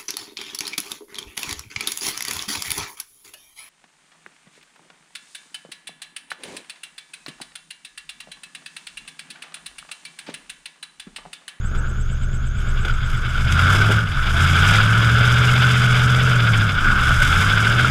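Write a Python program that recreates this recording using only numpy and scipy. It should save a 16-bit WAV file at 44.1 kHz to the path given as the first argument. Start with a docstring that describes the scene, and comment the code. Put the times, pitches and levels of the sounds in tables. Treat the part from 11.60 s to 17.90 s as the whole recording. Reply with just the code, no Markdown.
"""In a mud pit, a cased microphone fixed to the side of a V8 truck: close exhaust, case and bodywork.
First the truck idles with a loping beat, and a thin whistle, likely a belt, chirps once a cycle, then fades.
From 1.7 s the revs rise three times: harmonics of the firing boom and burble, and clicks buzz in the case.
Filtered clicks make the mud and water flung by the tyres, ringing blows the knocks, low noise the ruts.
After the long second pull, at 5.3 s, a hollow drone of upper firing harmonics swells briefly; the third rev follows."""
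import sys
import numpy as np
from scipy import signal
from scipy.fft import rfft, irfft
from scipy.io import wavfile
from scipy.ndimage import uniform_filter1d

SR = 44100
rng = np.random.default_rng(int(sys.argv[2]) if len(sys.argv) > 2 else 0)


def transcribe(signal):
    """Save signal, clipped to [-1, 1], as a 16-bit WAV file at the path in sys.argv[1]."""
    frames = np.atleast_2d(signal).T
    limited = np.clip(frames, -1, 1)
    pcm = np.round(limited * 32767).astype(np.int16)
    wavfile.write(sys.argv[1], SR, pcm)


N = 277830
TIME = np.arange(N) / SR  # s

# dull whir of the engine bay: [f/Hz, relative level/dB]
WHIR_SPECTRUM = [(120, -22), (200, 3.5), (280, -5.5), (380, -2), (480, -10.5), (800, -16.5), (2000, -34),
                 (6000, -46), (11500, -70), (13200, -37), (15000, -50)]
# body rumble over the ruts: [f/Hz, relative level/dB]
RUMBLE_SPECTRUM = [(8, -17.5), (16, 3), (24, 2), (38, 1), (52, -13), (100, -10.5), (300, -64), (3000, -120)]
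# mud-soaked tyre carcass and wheel arch: [f/Hz, relative level/dB]
ARCH_RESPONSE = [(100, -30), (220, 0), (300, -2), (400, -1.5), (550, -8.5), (900, -9.5), (2000, -42),
                 (8000, -95)]
# the tyre slaps into deeper ruts: [t/s, spread in time/s, level/dB]
RUT_SLAPS = [(0.21, 0.077, -42.5), (1.27, 0.023, -35), (2.177, 0.067, -32), (2.31, 0.02, -27.5),
             (2.88, 0.052, -45), (3.135, 0.044, -39), (5.623, 0.02, -48), (6.22, 0.14, -33)]
# air pockets that gulp shut in the mud: [t/s, starting f/Hz, peak level/dB]
AIR_GULPS = [(2.738, 670, -29.5), (2.93, 850, -37), (5.485, 730, -34), (5.6, 591, -32)]
# sheets of water thrown over the bodywork: [t/s, spread in time/s, spatter level/dB]
WATER_SHEETS = [(1.01, 0.018, -52), (1.516, 0.022, -44.5), (1.93, 0.015, -37), (2.14, .025, -34.5),
                (2.317, 0.035, -37), (2.857, 0.062, -38.5), (3.11, 0.053, -37.5), (4.96, 0.045, -39),
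                (5.466, 0.041, -34), (5.677, 0.069, -33), (5.816, 0.023, -35)]
# churned mud as heard through the case: [f/Hz, relative level/dB]
MUD_SPECTRUM = [(200, -33.5), (600, -8.5), (1000, -9), (1500, -1.5), (1880, -9), (2200, 2.5), (2500, -4.5),
                (2900, -3), (3450, 1), (3800, -9), (4300, -20.5), (4900, -9), (5600, -26), (9000, -38)]
# fine spray: [f/Hz, relative level/dB]
SPRAY_SPECTRUM = [(2500, -21), (4300, -4), (4950, 9.5), (5900, 4), (6500, 5), (8000, 2), (9300, -3),
                  (11000, -3), (11900, -12), (13200, -6.5), (14200, -18), (15200, -23)]
# going under the tyres, throttle open: [t/s, mud level/dB, case buzz level/dB], before each layer's trim
GROUND_GOING = [(0.0, -45, -34.5), (0.22, -41.5, -27), (0.42, -42, -33), (0.94, -41.5, -33.5),
                (1.03, -36, -27), (1.42, -34, -25.5), (1.68, -28.5, -23.5), (1.88, -31, -24.5),
                (2.06, -26, -17), (2.47, -30, -23), (2.63, -23.5, -17.5), (2.75, -27, -20.5),
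                (3.12, -22.5, -17), (3.35, -27, -19), (4.1, -24.5, -19.5), (4.85, -28.5, -21.5),
                (5.1, -28.5, -20.5), (5.27, -21, -10.5), (5.45, -25.5, -16.5), (5.8, -23, -16),
                (6.3, -24.5, -20)]
# clods and jolts on the bodywork: [t/s, peak level/dB before the trim, splash level/dB against the knock]
BODY_KNOCKS = [(0.1507, -21.5, -8), (1.249, -15, -6), (1.282, -17.5, -6.5), (1.298, -14.5, -19),
               (1.755, -15.5, -13), (1.9925, -9, -5.5), (2.2152, -7, -10.5), (3.1373, -15, 3),
               (3.1865, -5.5, -22), (3.677, -9, -26), (4.29, -15, -20), (5.6188, -7, -11),
               (5.724, -12, -14), (5.9753, -10, -21), (6.0705, -7, -28), (6.113, -7.5, -16),
               (6.196, -6, -10), (6.247, -5, -16)]
# response of the case to shake: [f/Hz, relative level/dB]
CASE_RESPONSE = [(100, -27.5), (250, -17.5), (400, -22), (520, -27), (900, -23.5), (1100, -15),
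                 (1280, -5.5), (1400, -1), (1490, 1), (1600, -6), (1750, -14.5), (1900, -26.5),
                 (3000, -26.5), (12000, -85)]
# partials of the hollow drone: [multiple of the firing rate, relative level/dB]
HOLLOW_PARTIALS = [(3, 0), (4, -5), (5, -12), (6, -30), (8, -15)]
# engine speed: [t/s, firing rate f/Hz]
ENGINE_SPEED = [(0.0, 69.4), (0.95, 70.4), (1.2, 66), (1.82, 70.7), (2.24, 104.9), (2.41, 110.5),
                (2.58, 71.8), (2.69, 67.9), (2.82, 86.4), (2.99, 87), (3.16, 105.7), (3.6, 119.2),
                (4.0, 124), (4.3, 122), (4.68, 126), (5.06, 103.1), (5.32, 67.7), (5.62, 69.4),
                (5.83, 97.4), (6.3, 128.1)]
# pushes of the throttle: [press t/s, release t/s, opening 0-1]
THROTTLE_PUSHES = [(1.74, 2.353, 0.96), (2.62, 5.03, 0.99), (5.315, 5.517, 0.68), (5.54, 6.35, 0.66)]
# uneven firing of the two cylinder banks: [multiple of the cycle rate, relative level/dB]
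UNEVEN_PARTIALS = [(5, -1), (6, -11), (7, -5.5), (9, -10), (10, -26), (11, -6.5), (12, -7), (13, 0.5),
                   (14, -16), (16, -1.5), (19, -4), (21, -2), (24, -9), (27, -10), (28, -6), (29, -8),
                   (30, -9.5), (37, -9.5), (39, -11.5)]
# exhaust pipe response: [f/Hz, relative level/dB]
PIPE_RESPONSE = [(35, -3), (70, -1), (125, 5.5), (200, -5.5), (250, -11), (345, -22), (430, -7.5),
                 (510, -13), (600, -6), (900, -22), (2000, -51), (6000, -110)]
# the idle lope deepens as the truck rolls into the pit: [t/s, level/dB]
IDLE_LOPE = [(0.0, -23.5), (0.5, -20.5), (1.6, -16.5)]

FIRINGS_PER_CYCLE = 8
PRESS_S, RELEASE_S = 0.18, 0.14
CRUISE_HZ = 115.7  # firing rate
BOOM_DB, BOOM_LOAD_DB, BOOM_DB_PER_HZ = -26.5, 10.5, 0.04  # the boom grows as the revs near the pipe's resonance
BURBLE_DB, BURBLE_LOAD_DB = -37, 7.5
LUG_DB_PER_HZ = 0.0348  # under load the burble grows as the engine labours below cruise
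RUMBLE_DB, RUMBLE_DB_PER_HZ = -29, 0.11  # level at cruise; the body shudders more at low revs
MUD_COAST_DB, BUZZ_COAST_DB = -7, -6  # change when the throttle shuts and the tyres stop spinning
SPRAY_DB, SPRAY_GROWTH, SPRAY_FROM_DB = -38, 1.01, -26  # level at this untrimmed mud level, dB per dB of mud
OVERRUN_AT_S, OVERRUN_SPREAD_S, OVERRUN_DB, OVERRUN_BOOM_DB = 5.3, 0.069, -29, 1
WHISTLE_DB, WHISTLE_DAMPED_S, WHISTLE_FADE_DB_PER_S = -54, 1.25, 9
TOP_HZ = 14800  # upper limit of the microphone


def undb(db):
    """Decibels to gain."""
    return 10 ** (np.asarray(db) / 20)


def unit(x):
    """Scale to rms 1."""
    return x / np.sqrt(np.mean(x ** 2))


def curves(table):
    """Each column of a time table, sample by sample."""
    s, *columns = np.transpose(table)
    return [np.interp(TIME, s, column) for column in columns]


def response(points, hz):
    """Decibels of a spectrum at the given frequencies, joined along a log frequency axis."""
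    f, db = np.transpose(points)
    return np.interp(np.log(np.maximum(hz, 1)), np.log(f), db)


def colour(x, points):
    """Causal (minimum-phase) filter with the given spectrum, so that clicks ring after they strike."""
    size = 2 ** 19
    bins_hz = np.arange(size // 2 + 1) * SR / size
    cepstrum = irfft(np.log(undb(response(points, bins_hz))))
    # fold the cepstrum onto positive time
    cepstrum[1:size // 2] *= 2
    cepstrum[size // 2 + 1:] = 0
    return irfft(rfft(x, size) * np.exp(rfft(cepstrum)))[:N]


def walk(rate):
    """Smooth chance that changes about rate times a second; rms 1."""
    hold = max(int(SR / rate), 1)
    steps = np.repeat(rng.standard_normal(N // hold + 1), hold)
    return unit(uniform_filter1d(steps, hold)[:N])


def grains(per_s, scatter_db):
    """Random clicks of either sign; their sizes scatter, and a positive scatter makes a few large."""
    hit = rng.random(N) < per_s / SR
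    size = undb(scatter_db * np.minimum(rng.exponential(size=N), 4))
    return unit(hit * size * rng.choice([-1, 1], N))


def swell_at(s, spread_s):
    """A smooth bell-shaped rise and fall around a moment."""
    return np.exp(-0.5 * ((TIME - s) / spread_s) ** 2)


def firings(turns, scatter_db):
    """One pulse per firing, each of its own strength."""
    fired = np.diff(np.floor(turns), prepend=0) > 0
    return fired * undb(scatter_db * rng.standard_normal(N))


def throb(turns, at, depth_db):
    """Gain that swells once per engine cycle, peaking at the given share of the cycle."""
    return undb(depth_db * np.cos(2 * np.pi * (turns / FIRINGS_PER_CYCLE - at)))


def idling(hz):
    """1 at tick-over, 0 once the revs are up."""
    return np.clip((90 - hz) / 18, 0, 1)


def throttle():
    """Each push opens quickly, holds and shuts; 0 closed, 1 wide open."""
    pushes = []
    for press, release, opening in THROTTLE_PUSHES:
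        opened = np.clip((TIME - press) / PRESS_S, 0, 1)
        held = np.clip(1 - (TIME - release) / RELEASE_S, 0, 1)
        pushes.append(opening * opened * held)
    return np.max(pushes, axis=0)


def whir(db=-45):
    """A soft, wavering rush of fan air, as filtered noise behind everything."""
    return unit(colour(rng.standard_normal(N), WHIR_SPECTRUM)) * undb(db + 3.4 * walk(9))


def rumble(hz, turns, rumble_db):
    """The body shudders over the ruts as low noise and rocks with the idling engine."""
    rock = np.sin(2 * np.pi * 3 / FIRINGS_PER_CYCLE * turns)
    ruts = unit(colour(rng.standard_normal(N), RUMBLE_SPECTRUM))
    return ruts * undb(rumble_db) + undb(-19.5) * idling(hz) * rock


def airy_tone(hz, width_hz):
    """A narrow band of hiss around a moving pitch."""
    phase = 2 * np.pi * np.cumsum(hz) / SR
    lowpass = signal.butter(2, width_hz / 2, fs=SR, output="sos")
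    a, b = signal.sosfilt(lowpass, rng.standard_normal((2, N)))
    return unit(a * np.cos(phase) + b * np.sin(phase))


def whistle(hz, turns, chirp_at=0.59, chirp_cycles=0.093, chirp_db=7.0,
            low_hz=6680, chirp_hz=7750, top_hz=10250):
    """A thin idle whistle that sways and chirps higher once a cycle; it fades once the truck is in the water."""
    # share of a cycle before (-) or after (+) the chirp, slightly unsteady
    cycle = (turns / FIRINGS_PER_CYCLE - chirp_at + 0.03 * walk(9) + 0.5) % 1 - 0.5
    sway = -np.tanh(cycle / 0.094) * np.cos(np.pi * cycle)
    chirp = np.exp(-0.5 * (cycle / chirp_cycles) ** 2) * undb(chirp_db + 0.63 * walk(10.1))
    steady = airy_tone(low_hz + 330 * sway, width_hz=510)
    high = airy_tone(chirp_hz - 100 * sway, width_hz=490)
    high += undb(-21.0) * airy_tone(top_hz + 100 * sway, width_hz=430)
    db = WHISTLE_DB - WHISTLE_FADE_DB_PER_S * np.maximum(TIME - WHISTLE_DAMPED_S, 0)
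    return idling(hz) * undb(db) * (steady + chirp * high)


def slaps():
    """Dull, lumpy surges of mud against the wheel arch: sparse clicks through its low resonance."""
    surge = sum(undb(db) * swell_at(s, spread_s) for s, spread_s, db in RUT_SLAPS)
    return surge * unit(colour(grains(per_s=700, scatter_db=3), ARCH_RESPONSE))


def gulps(ring_s=0.013, rise=0.32):
    """Each air pocket sounds a short, slightly rising note as it shuts."""
    out = np.zeros(N)
    for s, hz, db in AIR_GULPS:
        age = np.maximum(TIME - s, 0)
        envelope = age / ring_s * np.exp(1 - age / ring_s)
        out += undb(db) * envelope * np.sin(2 * np.pi * hz * age * (1 + rise * age))
    return out


def sheets(gob_db=7):
    """Thrown water lands as coarse, separate spatter with heavier gobs in it."""
    fall = sum(undb(db) * swell_at(s, spread_s) for s, spread_s, db in WATER_SHEETS)
    drops = grains(per_s=3500, scatter_db=1.5) * undb(5 * walk(150))
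    spatter = unit(colour(drops, SPRAY_SPECTRUM))
    gobs = unit(colour(drops, MUD_SPECTRUM))
    return fall * (spatter + undb(gob_db) * gobs)


def splats(per_s, low_hz=1900, high_hz=3700, ring_s=0.0057):
    """Single drops slap the panel, each with its own pitch and a brief decaying ring."""
    out, age = np.zeros(N + 512), np.arange(512) / SR
    for when, pitch, size in rng.random((int(per_s * N / SR), 3)):
        start, hz = int(when * N), low_hz + pitch * (high_hz - low_hz)
        ring = np.exp(-age / ring_s) * np.sin(2 * np.pi * hz * age)
        out[start:start + len(age)] += undb(18 * size) * ring
    return unit(out[:N])


def mud(turns, mud_db, spray_db):
    """Gobs and drops off the tyre, in clumps that throb with the engine; the fine spray trails the gobs."""
    flutter = undb(1.3 * np.cos(2 * np.pi * 3 / FIRINGS_PER_CYCLE * turns) + np.cos(2 * np.pi * turns))
    gob_clicks = flutter * undb(1.7 * walk(70)) * grains(per_s=4500, scatter_db=2.4)
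    drop_clicks = flutter * undb(0.94 * walk(45)) * grains(per_s=4000, scatter_db=-3.0)
    gobs = unit(colour(gob_clicks, MUD_SPECTRUM))
    drops = unit(colour(drop_clicks, SPRAY_SPECTRUM))
    heavy = (gobs + undb(-9.5) * splats(per_s=170)) * throb(turns, at=0.35, depth_db=2.0)
    fine = drops * throb(turns, at=0.75, depth_db=2.0)
    return heavy * undb(mud_db + 0.42) + fine * undb(spray_db)  # mud trim +0.42 dB


def knocks(ring_s=0.00237, splash_s=0.01):
    """Each blow rings briefly in the case and is followed by a short wet splash."""
    blow, splash = np.zeros(N), np.zeros(N)
    for s, db, splash_db in BODY_KNOCKS:
        age = np.maximum(TIME - s + ring_s / 2, 0)
        swell = age / ring_s * np.exp(1 - age / ring_s)
        ring_hz = 1470 * (1 + 0.032 * rng.standard_normal())
        blow += undb(db) * swell * np.sin(2 * np.pi * ring_hz * age)
        splash += undb(db + splash_db) * (1 - np.exp(-age / ring_s)) * np.exp(-age / splash_s)
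    wet = unit(colour(grains(per_s=7900, scatter_db=0.0), MUD_SPECTRUM))
    wet += undb(-13.0) * unit(colour(rng.standard_normal(N), SPRAY_SPECTRUM))
    return undb(-2) * (blow + splash * wet)  # trim -2 dB


def buzz(turns, buzz_db):
    """Firings and loose chatter shake the case, which rings briefly near 1.5 kHz."""
    beats = unit(firings(turns, scatter_db=3.5) * rng.choice([-1, 1], N))
    chatter = grains(per_s=1800, scatter_db=1.0) * undb(0.67 * walk(35))
    shake = unit(colour(chatter + undb(-13) * beats, CASE_RESPONSE))
    return shake * throb(turns, at=0.36, depth_db=0.93) * undb(buzz_db - 0.6)  # trim -0.6 dB


def overrun(turns):
    """As the engine runs down, upper harmonics of the firing swell into a hollow drone."""
    drone = 0
    for k, db in HOLLOW_PARTIALS:
        drone += np.sin(2 * np.pi * round(k) * turns) * undb(db + 2 * walk(36))
    return drone * undb(OVERRUN_DB) * swell_at(OVERRUN_AT_S, OVERRUN_SPREAD_S)


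def exhaust(hz, turns, boom_db, burble_db, lope_at=0.43):
    """A clean boom at the firing rate; unequal cylinders add a growl under load and a lope at idle."""
    cycle, cycle_hz = turns / FIRINGS_PER_CYCLE, hz / FIRINGS_PER_CYCLE
    idle = idling(hz)
    boom = np.sqrt(2) * np.sin(2 * np.pi * turns) * undb(boom_db + 0.14 * walk(25))
    growl = 0
    for k, db in UNEVEN_PARTIALS:
        # the long pipe smears the higher partials out of step
        phase = 2 * np.pi * (round(k) * cycle + (k > 10) * rng.random())
        growl += np.cos(phase) * undb(db + response(PIPE_RESPONSE, k * cycle_hz) + 2.3 * walk(12))
    # once a cycle a strong pair of firings swells the pipe's low resonance
    swell = np.exp(1.5 * (np.cos(2 * np.pi * (cycle - lope_at)) - 1))
    note = np.sin(2 * np.pi * (14 * cycle + walk(9) / 10))
    overtone = swell * np.sin(2 * np.pi * (23 * cycle + walk(25) / 5))
    lope_db, = curves(IDLE_LOPE)
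    lope = swell * (note + undb(-16) * overtone) * undb(lope_db + 1.1 * walk(8.2))
    # no two charges burn alike: noisy firings over a little steady hiss
    charges = firings(turns, scatter_db=3.0) * rng.standard_normal(N)
    rough = unit(colour(charges + 0.015 * rng.standard_normal(N), PIPE_RESPONSE))
    burble = undb(burble_db) * (growl * undb(3.5 - 3.7 * idle) + undb(-5.5 - 2 * idle) * rough)
    boom *= throb(turns, at=0.84, depth_db=1.6)
    burble *= throb(turns, at=0.95, depth_db=1.5 * (1 - idle))
    return boom + idle * lope + burble


def scene():
    """Engine speed times the pulses, the throttle drives exhaust and wheelspin; all reach one microphone."""
    hz, = curves(ENGINE_SPEED)
    turns = np.cumsum(hz) / SR  # firings so far
    load = throttle()
    slow_hz = CRUISE_HZ - hz

    boom_db = BOOM_DB + BOOM_LOAD_DB * load - BOOM_DB_PER_HZ * slow_hz
    boom_db += OVERRUN_BOOM_DB * swell_at(OVERRUN_AT_S, OVERRUN_SPREAD_S)
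    burble_db = BURBLE_DB + (BURBLE_LOAD_DB + LUG_DB_PER_HZ * slow_hz) * np.sqrt(load)
    rumble_db = RUMBLE_DB + RUMBLE_DB_PER_HZ * slow_hz
    churn_db, shake_db = curves(GROUND_GOING)
    mud_db = churn_db + MUD_COAST_DB * (1 - load)
    buzz_db = shake_db + BUZZ_COAST_DB * (1 - load)
    spray_db = SPRAY_DB + SPRAY_GROWTH * (mud_db - SPRAY_FROM_DB)

    background = whir() + rumble(hz, turns, rumble_db) + whistle(hz, turns)
    ground = slaps() + gulps() + sheets() + mud(turns, mud_db, spray_db) + knocks()
    engine = buzz(turns, buzz_db) + overrun(turns) + exhaust(hz, turns, boom_db, burble_db)
    return (background + ground + engine)[None]


def record(dry):
    """The microphone rounds the highest peaks and cuts the top octave short."""
    rounded = dry / (1 + (dry / 0.9) ** 8) ** (1 / 8)
    return signal.sosfilt(signal.ellip(8, 0.2, 80, TOP_HZ, fs=SR, output="sos"), rounded)


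dry = scene()
out = record(dry)
transcribe(out)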